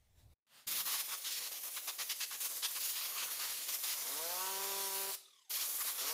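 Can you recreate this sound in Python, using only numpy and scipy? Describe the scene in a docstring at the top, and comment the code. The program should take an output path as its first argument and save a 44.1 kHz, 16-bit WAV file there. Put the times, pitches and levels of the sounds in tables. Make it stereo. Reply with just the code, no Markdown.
"""In a garage, stereo microphones close to an open sheet-metal fan heater being cleaned with compressed air.
A low rumble, then sleeve and hose swish as the blow gun comes in. The first long burst opens with a whoomp;
the jet hisses, splashes off parts and roars in the casing, and the lance bumps the casing once. Near 4 s
the jet catches the fan, which spins up and chops the air like a siren. The air stops, the casing rings on
and the coasting fan's dry bearing chirps. At 5.5 s a second burst begins and soon catches the fan again."""
import sys
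import numpy as np
from scipy import signal
from scipy.fft import rfft, irfft, next_fast_len
from scipy.io import wavfile
from scipy.ndimage import uniform_filter1d, map_coordinates

SR = 44100
rng = np.random.default_rng(int(sys.argv[2]) if len(sys.argv) > 2 else 0)


def unload_audio(sound):
    """Save the sound as a 16-bit wav file, at the path given as the first command line argument."""
    columns = np.transpose(np.atleast_2d(sound))
    # keep every value between -1 and 1, then stretch to whole-number steps
    steps = np.round(np.clip(columns, -1, 1) * 32767)
    wavfile.write(sys.argv[1], SR, steps.astype(np.int16))


N = 270333

# trigger held: opens t/s, closes t/s
BURSTS = [(0.666, 5.15), (5.494, 6.3)]
# slow drift of the aim between parts: t/s, hiss level/dB, splash level/dB, roar level/dB
AIM_DRIFT = [(0.7, -40, -52, -64), (1.15, -48, -55.5, -69), (1.65, -47, -60.5, -74), (2.3, -46.5, -61, -71),
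             (2.9, -42.5, -52.5, -64.5), (3.15, -43, -51.5, -54.5), (3.62, -43.5, -48.5, -63.5),
             (3.8, -42.5, -55, -66), (4.0, -40.5, -48.5, -57), (4.55, -40.5, -46, -53),
             (5.14, -39.5, -48, -58.5), (5.5, -38.5, -52, -61.5), (5.75, -38, -55, -58.5),
             (5.96, -43, -53, -57), (6.1, -40.5, -52, -57)]
# the jet sweeps over a part: start t/s, length/s, hiss level/dB, splash level/dB, roar level/dB
SWEEPS = [(0.668, 0.15, -42, -45, -57), (0.753, 0.054, -44, -44.5, -53.5), (0.855, 0.16, -40, -43.5, -52),
          (1.082, 0.075, -45, -45.5, -52.5), (1.243, 0.15, -45, -43, -63), (1.404, 0.076, -50, -48, -58.5),
          (1.516, 0.021, -45, -49, -60), (1.544, 0.044, -48, -51.5, -59.5),
          (1.632, 0.06, -42.5, -53.5, -57.5), (1.735, .07, -46.5, -57.5, -70),
          (1.766, 0.023, -46, -43.5, -50.5), (1.875, 0.03, -43, -39, -50.5),
          (1.985, 0.044, -44, -39.5, -50), (2.095, 0.036, -41.5, -38.5, -52.5),
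          (2.206, 0.039, -43.5, -39.5, -52), (2.307, 0.056, -53, -48.5, -52.5),
          (2.404, 0.073, -38.5, -46, -60.5), (2.49, 0.089, -44.5, -57, -59.5),
          (2.625, 0.038, -48, -35.5, -48), (2.706, 0.014, -43, -62, -57), (2.752, 0.027, -41, -44.5, -48.5),
          (2.803, 0.097, -42, -46.5, -63), (2.933, 0.14, -50, -45, -59), (3.176, 0.068, -60, -42.5, -50),
          (3.3, .07, -44.5, -48.5, -58), (3.393, 0.068, -49, -44, -52), (3.463, 0.065, -45, -47, -57.5),
          (3.685, 0.074, -40, -44, -56), (3.834, .105, -41.5, -44, -56.5), (5.505, .13, -52, -45, -64),
          (5.789, 0.038, -51, -59, -54), (5.839, 0.067, -42, -45.5, -51.5), (5.98, 0.14, -44.5, -44, -51)]
# resonance of the hollow that the jet blows into: t/s, f/Hz
HOLLOW_RESONANCE = [(1.15, 3470), (1.42, 4800), (1.75, 3620), (2.1, 4930), (2.25, 3550), (2.45, 5130),
                    (2.65, 3360), (2.9, 5670), (3.1, 3060), (3.45, 3850), (3.75, 5000), (6.1, 4500)]
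# colours of the air at the nozzle, on surfaces and in the casing: f/Hz, relative level/dB
HISS_COLOUR = [(100, -69), (300, -18), (1000, -17), (2000, -13.5), (4000, -9), (7000, -0.5), (8300, -5),
               (9600, 2), (10500, 0.5), (12000, 2.5), (13200, 1), (15500, -0.5)]
SPLASH_COLOUR = [(400, -61), (1000, -20.5), (2000, -2.5), (3000, -0.5), (3800, -0.5), (5200, 1),
                 (6600, -0.5), (8200, -6.5), (11000, -5.5), (15500, -17)]
ROAR_COLOUR = [(300, -36), (650, -16), (900, -4.5), (1120, 2), (1500, -5), (2000, -5.5), (3500, -13),
               (8000, -19)]
DRAUGHT_COLOUR = [(25, -32), (90, -16), (170, -10.5), (330, -4.5), (520, 3.5), (750, 1.5), (1300, -4),
                  (4000, -48)]
PUFF_COLOUR = [(20, -20), (140, -1), (260, 1.0), (600, -28)]
# how fully the jet rests on the fan: t/s, share 0-1
ON_FAN = [(3.9, 0), (4.2, 1), (5.2, 1), (5.4, 0), (5.95, 0), (6.1, 1)]
# the jet drives the fan: start t/s, end t/s
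FAN_DRIVES = [(3.96, 5.108), (5.95, 6.3)]
# rate at which the blades pass: t/s, f/Hz
BLADE_RATE = [(3.95, 98), (4.05, 115.8), (4.116, 136.5), (4.186, 155), (4.23, 164), (4.344, 180.1),
              (4.44, 188.9), (4.528, 192.5), (4.654, 196.1), (4.78, 196.5), (4.93, 193.7), (5.1, 195.3),
              (5.92, 100), (6.13, 161.6)]
# response of the casing to the blade pulses: f/Hz, gain/dB
CASING_RESPONSE = [(110, -20), (195, -18), (285, -0.5), (345, -10.5), (372, -6), (389, 1.5), (430, 1.5),
                   (515, 6), (575, -7), (650, 4.5), (785, -4), (880, 2.5), (955, 8), (990, -2), (1060, -12),
                   (1122, 7), (1165, -9), (1320, -0.5), (1400, -16), (1510, -1), (1600, -12.5), (4000, -20)]
# response of the motor frame to the bearing: f/Hz, gain/dB
FRAME_RESPONSE = [(850, 0.5), (1150, -7), (1600, -11), (2400, -15), (3200, 2), (3700, -1), (4300, -19),
                  (6300, -6), (8500, -24)]
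# handling before the first burst: t/s, rumble level/dB, rustle level/dB
HANDLING_LEVELS = [(0, -71.5, -79), (0.14, -71, -79), (0.2, -62, -69.5), (0.28, -63.5, -78.5),
                   (0.335, -65.5, -74), (0.355, -120, -120)]
# colours of the handling and the noise floor: f/Hz, relative level/dB
RUMBLE_SPECTRUM = [(20, -6), (45, -4.5), (70, -2), (105, -2), (160, -17), (300, -28), (800, -27),
                   (2000, -64)]
SWISH_SPECTRUM = [(59, -30), (100, -14), (156, -7), (347, -17), (627, -11), (682, -9.5), (1490, -6.5),
                  (4560, -8), (15500, -14.5)]
RUSTLE_SPECTRUM = [(200, -7), (2500, -7.0), (8000, -7.5), (15000, -8.0)]
FLOOR_SPECTRUM = [(50, 0), (500, -6), (15000, -22)]
# reverberation of the garage: f/Hz, T60/s
GARAGE_DECAY = [(150, 0.82), (400, 0.77), (1000, 0.39), (4000, 0.51), (9000, 0.44), (15000, 0.25)]
# likeness of the noise at the two microphones: f/Hz, correlation
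MIC_CORRELATION = [(60, 0.87), (300, 0.4), (1000, 0.58), (2400, 0.49), (3600, 0.61), (5000, 0.3),
                   (6700, 0.028), (8300, -0.15), (9700, 0.072), (10900, 0.04), (12500, 0.16), (15000, .15)]
# balance of the microphones: f/Hz, left minus right level/dB
MIC_BALANCE = [(200, -1.4), (1000, -0.4), (3500, 0.7), (8100, -2.5), (15000, -0.3)]


def jet(blade_phase):
    """The turbulent jet hisses at the nozzle, splashes on parts and roars in the casing over a draught."""
    hiss_db, splash_db, roar_db = aim()
    on_fan, = curves(ON_FAN)
    draught_db = -66 + 0.45 * (roar_db - roar_db.mean()) + 2 * on_fan
    # the jet flutters on small parts; held on the fan it is steadier and the blades chop it
    unsteady = 1 - 0.48 * on_fan
    flutter_db = 1.4 * unsteady * wobble(50)
    buffet_db = lambda: 2.5 * unsteady * wobble(40)
    chop = 1 + 0.2 * on_fan * np.cos(blade_phase)
    hiss = amp(hiss_db + flutter_db) * rush(HISS_COLOUR, patchy_db=2.0)
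    splash = amp(splash_db + flutter_db) * rush(SPLASH_COLOUR, patchy_db=1.92, shape=hollow)
    roar = amp(roar_db + flutter_db + buffet_db()) * rush(ROAR_COLOUR, patchy_db=1)
    draught = amp(draught_db + buffet_db()) * rush(DRAUGHT_COLOUR, patchy_db=1.96)
    return (hiss + chop * (splash + roar + draught)) * valve()


def aim(attack_s=.01, release_s=.013):
    """Hiss, splash and roar in dB: each part that the jet sweeps over adds its power to the free jet."""
    t, power = clock(), amp(curves(AIM_DRIFT)) ** 2
    for start, length, *levels_db in SWEEPS:
        end = start + length
        corners = [start - attack_s / 2, start + attack_s / 2, end - release_s / 2, end + release_s]
        span = slice(*np.searchsorted(t, [corners[0], corners[-1]]))
        on_part = np.interp(t[span], np.sort(corners), [0, 1, 1, 0])
        power[:, span] += np.outer(amp(levels_db), on_part) ** 2
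    return 10 * np.log10(power)


def hollow(hz, t, boost_db=2.0, octaves=0.52):
    """A broad resonance that moves with the aim of the jet, in dB."""
    centre_hz = np.interp(t, *np.transpose(HOLLOW_RESONANCE))
    return boost_db * np.exp(-(np.log2((hz + 1) / centre_hz) / octaves) ** 2)


def valve(opening_s=0.013, emptying_s=0.0067):
    """Air flow 0-1: the valve opens fast and the lance empties after it shuts."""
    return sum(gate(opens, closes, opening_s, emptying_s) for opens, closes in BURSTS)


def puff(decay_s=0.17):
    """The first blast shoves the still air out of the casing with a low whoomp."""
    age = clock() - BURSTS[0][0]
    push = amp(-63.0) * (age > 0) * np.exp(-np.abs(age) / decay_s)
    return push * rush(PUFF_COLOUR, patchy_db=2)


def fan(blade_phase, full_speed_hz=200.3, db_per_decade=63):
    """Each blade cuts the jet once: pulses whose harmonics glide through the casing's resonances."""
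    blade_hz, = curves(BLADE_RATE)
    tone = amp(-28.5) * np.cos(blade_phase / 2)  # unequal blades add a tone at half the blade rate
    for k in range(1, 17):
        gain = amp(along(CASING_RESPONSE, k * blade_hz))
        smear = rng.normal(0, np.sqrt(k) / 2)  # echoes inside the casing spread each pulse
        tone += gain * amp(wobble(7)) * np.cos(k * blade_phase + smear)
    uneven = 1 + 0.14 * wobble(150)  # no two blades get the same push
    driven = sum(gate(start, end, attack_s=0.061, release_s=0.0081) for start, end in FAN_DRIVES)
    whine_db = -54 + db_per_decade * np.log10(blade_hz / full_speed_hz)
    return np.sqrt(2) * amp(whine_db) * uneven * tone * driven


def blades():
    """Phase of the blade passes, slightly unsteady."""
    blade_hz, = curves(BLADE_RATE)
    return phase_of(blade_hz * (1 + .002 * wobble(60)))


def casing_ring(siren, mode_hz=384.5, t60_s=1.6):
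    """One long-lived mode of the sheet-metal casing rings on after the siren."""
    width_hz = np.log(1000) / (np.pi * t60_s)
    mode = lambda hz: 1j * hz * width_hz / (mode_hz ** 2 - hz ** 2 + 1j * hz * width_hz)
    return amp(-15) * filtered(siren, mode)


def bearing(start_s=5.14, length_s=.35, start_hz=1240, sag_hz=492, db_per_decade=44):
    """The dry bearing chirps, sinking as it slows; the frame picks out one overtone after another."""
    progress = np.clip((clock() - start_s) / length_s, 0, 1)
    pitch_hz = start_hz - sag_hz * progress ** 2.9
    level_db = -68 + db_per_decade * np.log10(pitch_hz / start_hz)
    shaft_phase = phase_of(pitch_hz * .033)
    jitter = .055 * np.sin(shaft_phase) + .04 * wobble(700)
    phase = phase_of(pitch_hz * (1 + jitter))
    # it rubs on one side of each turn, never twice alike
    spurts = lambda: amp(3.5 * wobble(55) + 7 * np.sin(shaft_phase))
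    chirp = sum(amp(along(FRAME_RESPONSE, k * pitch_hz)) * spurts() * np.sin(k * phase)
                for k in range(1, 9))
    scrape = rush(SPLASH_COLOUR, patchy_db=4) + amp(-10) * rush(HISS_COLOUR, patchy_db=3)
    coasting = gate(start_s, start_s + length_s, attack_s=.04, release_s=.01)
    return amp(level_db) * (unit(chirp) + amp(-0.8) * scrape) * coasting


def knock(at_s=1.514, t60_s=.11):
    """The lance bumps the casing once and stirs its low resonances."""
    bump = gate(at_s, at_s, attack_s=.002, release_s=t60_s / np.log(1000))
    return amp(-55) * bump * rush(DRAUGHT_COLOUR, patchy_db=1)


def handling(swish_start_s=0.466, peak_s=0.58, width_s=.068):
    """A low rumble and faint rustle stop dead; then sleeve and hose swish as the gun is brought in."""
    rumble_db, rustle_db = curves(HANDLING_LEVELS)
    rumble = amp(rumble_db) * rush(RUMBLE_SPECTRUM, patchy_db=0.0)
    rustle = amp(rustle_db) * rush(RUSTLE_SPECTRUM, patchy_db=2.0)
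    swell = amp(-60.5) * np.exp(-((clock() - peak_s) / width_s) ** 2)
    moving = gate(swish_start_s, BURSTS[0][0], attack_s=.002, release_s=.01)
    swish = np.maximum(swell, amp(-77)) * moving * rush(SWISH_SPECTRUM, patchy_db=1.5)
    return rumble + rustle + swish


def garage(sound):
    """The hard walls answer 5 ms behind the direct sound; each frequency dies at its own speed."""
    hz, t, spectra = signal.stft(rng.standard_normal((2, SR * 3 // 4)), SR, nperseg=256)
    decay = amp(-60 * t / along(GARAGE_DECAY, hz)[:, None])
    tail = signal.istft(spectra * decay, SR, nperseg=256)[1]
    tail = np.pad(tail / np.linalg.norm(tail[0]), ((0, 0), (SR // 200, 0)))
    return signal.fftconvolve(sound, tail, axes=1)[:, :N]


def rush(colour, patchy_db, shape=None):
    """Stereo turbulence whose colour drifts in patches; shape(Hz, s) adds dB; its mid has rms 1."""
    hz, t, spectra = signal.stft(rng.standard_normal((2, N)), SR, nperseg=512)
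    patches = rng.standard_normal(spectra.shape[1:])
    patches = uniform_filter1d(uniform_filter1d(patches, size=6, axis=0), size=26, axis=1)
    moving_db = shape(hz[:, None], t) if shape else 0
    pair = signal.istft(spectra * amp(patchy_db * unit(patches) + moving_db), nperseg=512)[1][:, :N]

    def mid_side_gains(hz):
        spread = np.arccos(np.clip(along(MIC_CORRELATION, hz), -1, 1)) / 2
        return amp(along(colour, hz)) * [np.cos(spread), np.sin(spread)]

    mid, side = filtered(pair, mid_side_gains)
    return np.array([mid + side, mid - side]) / np.std(mid)


def wobble(rate):
    """A smooth random curve, rate knots a second."""
    knots = rng.standard_normal(int(N * rate / SR) + 4)
    fine = np.arange(0, len(knots) - 1, .125)
    return np.interp(clock() * rate, fine, map_coordinates(knots, [fine]))


def gate(start, end, attack_s, release_s):
    """0-1: a straight rise at the start, a hold, and an exponential fall after the end."""
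    t = clock()
    return np.clip((t - start) / attack_s, 0, 1) * np.exp(-np.maximum(t - end, 0) / release_s)


def filtered(x, response):
    """Filter x by a response of frequency."""
    size = next_fast_len(N + SR // 4)
    return irfft(rfft(x, size) * response(np.fft.rfftfreq(size, 1 / SR)), size)[..., :N]


def along(points, hz):
    """Read (f/Hz, value) points on a log axis."""
    point_hz, values = np.transpose(points)
    return np.interp(np.log(hz + 1), np.log(point_hz + 1), values)


def curves(rows):
    """One value per sample for each column after the time."""
    times, *columns = np.transpose(rows)
    return [np.interp(clock(), times, column) for column in columns]


def phase_of(hz):
    """Running phase of a changing frequency, in radians."""
    return 2 * np.pi * np.cumsum(hz) / SR


def amp(db):
    """Decibels to gain."""
    return 10 ** (np.asarray(db) / 20)


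def unit(x):
    """Scale to rms 1."""
    return x / np.sqrt(np.mean(x ** 2) + 1e-20)


def clock():
    """The time of every sample."""
    return np.arange(N) / SR


def scene():
    """The heater close up with its fan in the centre, the garage around it, a very quiet noise floor."""
    blade_phase = blades()
    close_noise = jet(blade_phase) + puff() + bearing() + knock()
    siren = np.array([fan(blade_phase)] * 2)
    walls = garage(amp(-10.5) * close_noise + amp(-18) * siren)
    floor = amp(-101) * rush(FLOOR_SPECTRUM, patchy_db=2)
    return close_noise + siren + casing_ring(siren) + walls + handling() + floor


def record(dry, top_hz=15650):
    """The microphone pair leans slightly to the right and cuts off steeply at its band limit."""
    balance = lambda hz: amp(np.outer([.5, -.5], along(MIC_BALANCE, hz)))
    band = lambda hz: np.clip((top_hz - hz) / 300 + .5, 0, 1) ** 2
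    return filtered(dry, lambda hz: balance(hz) * band(hz))


dry = scene()
out = record(dry)
unload_audio(out)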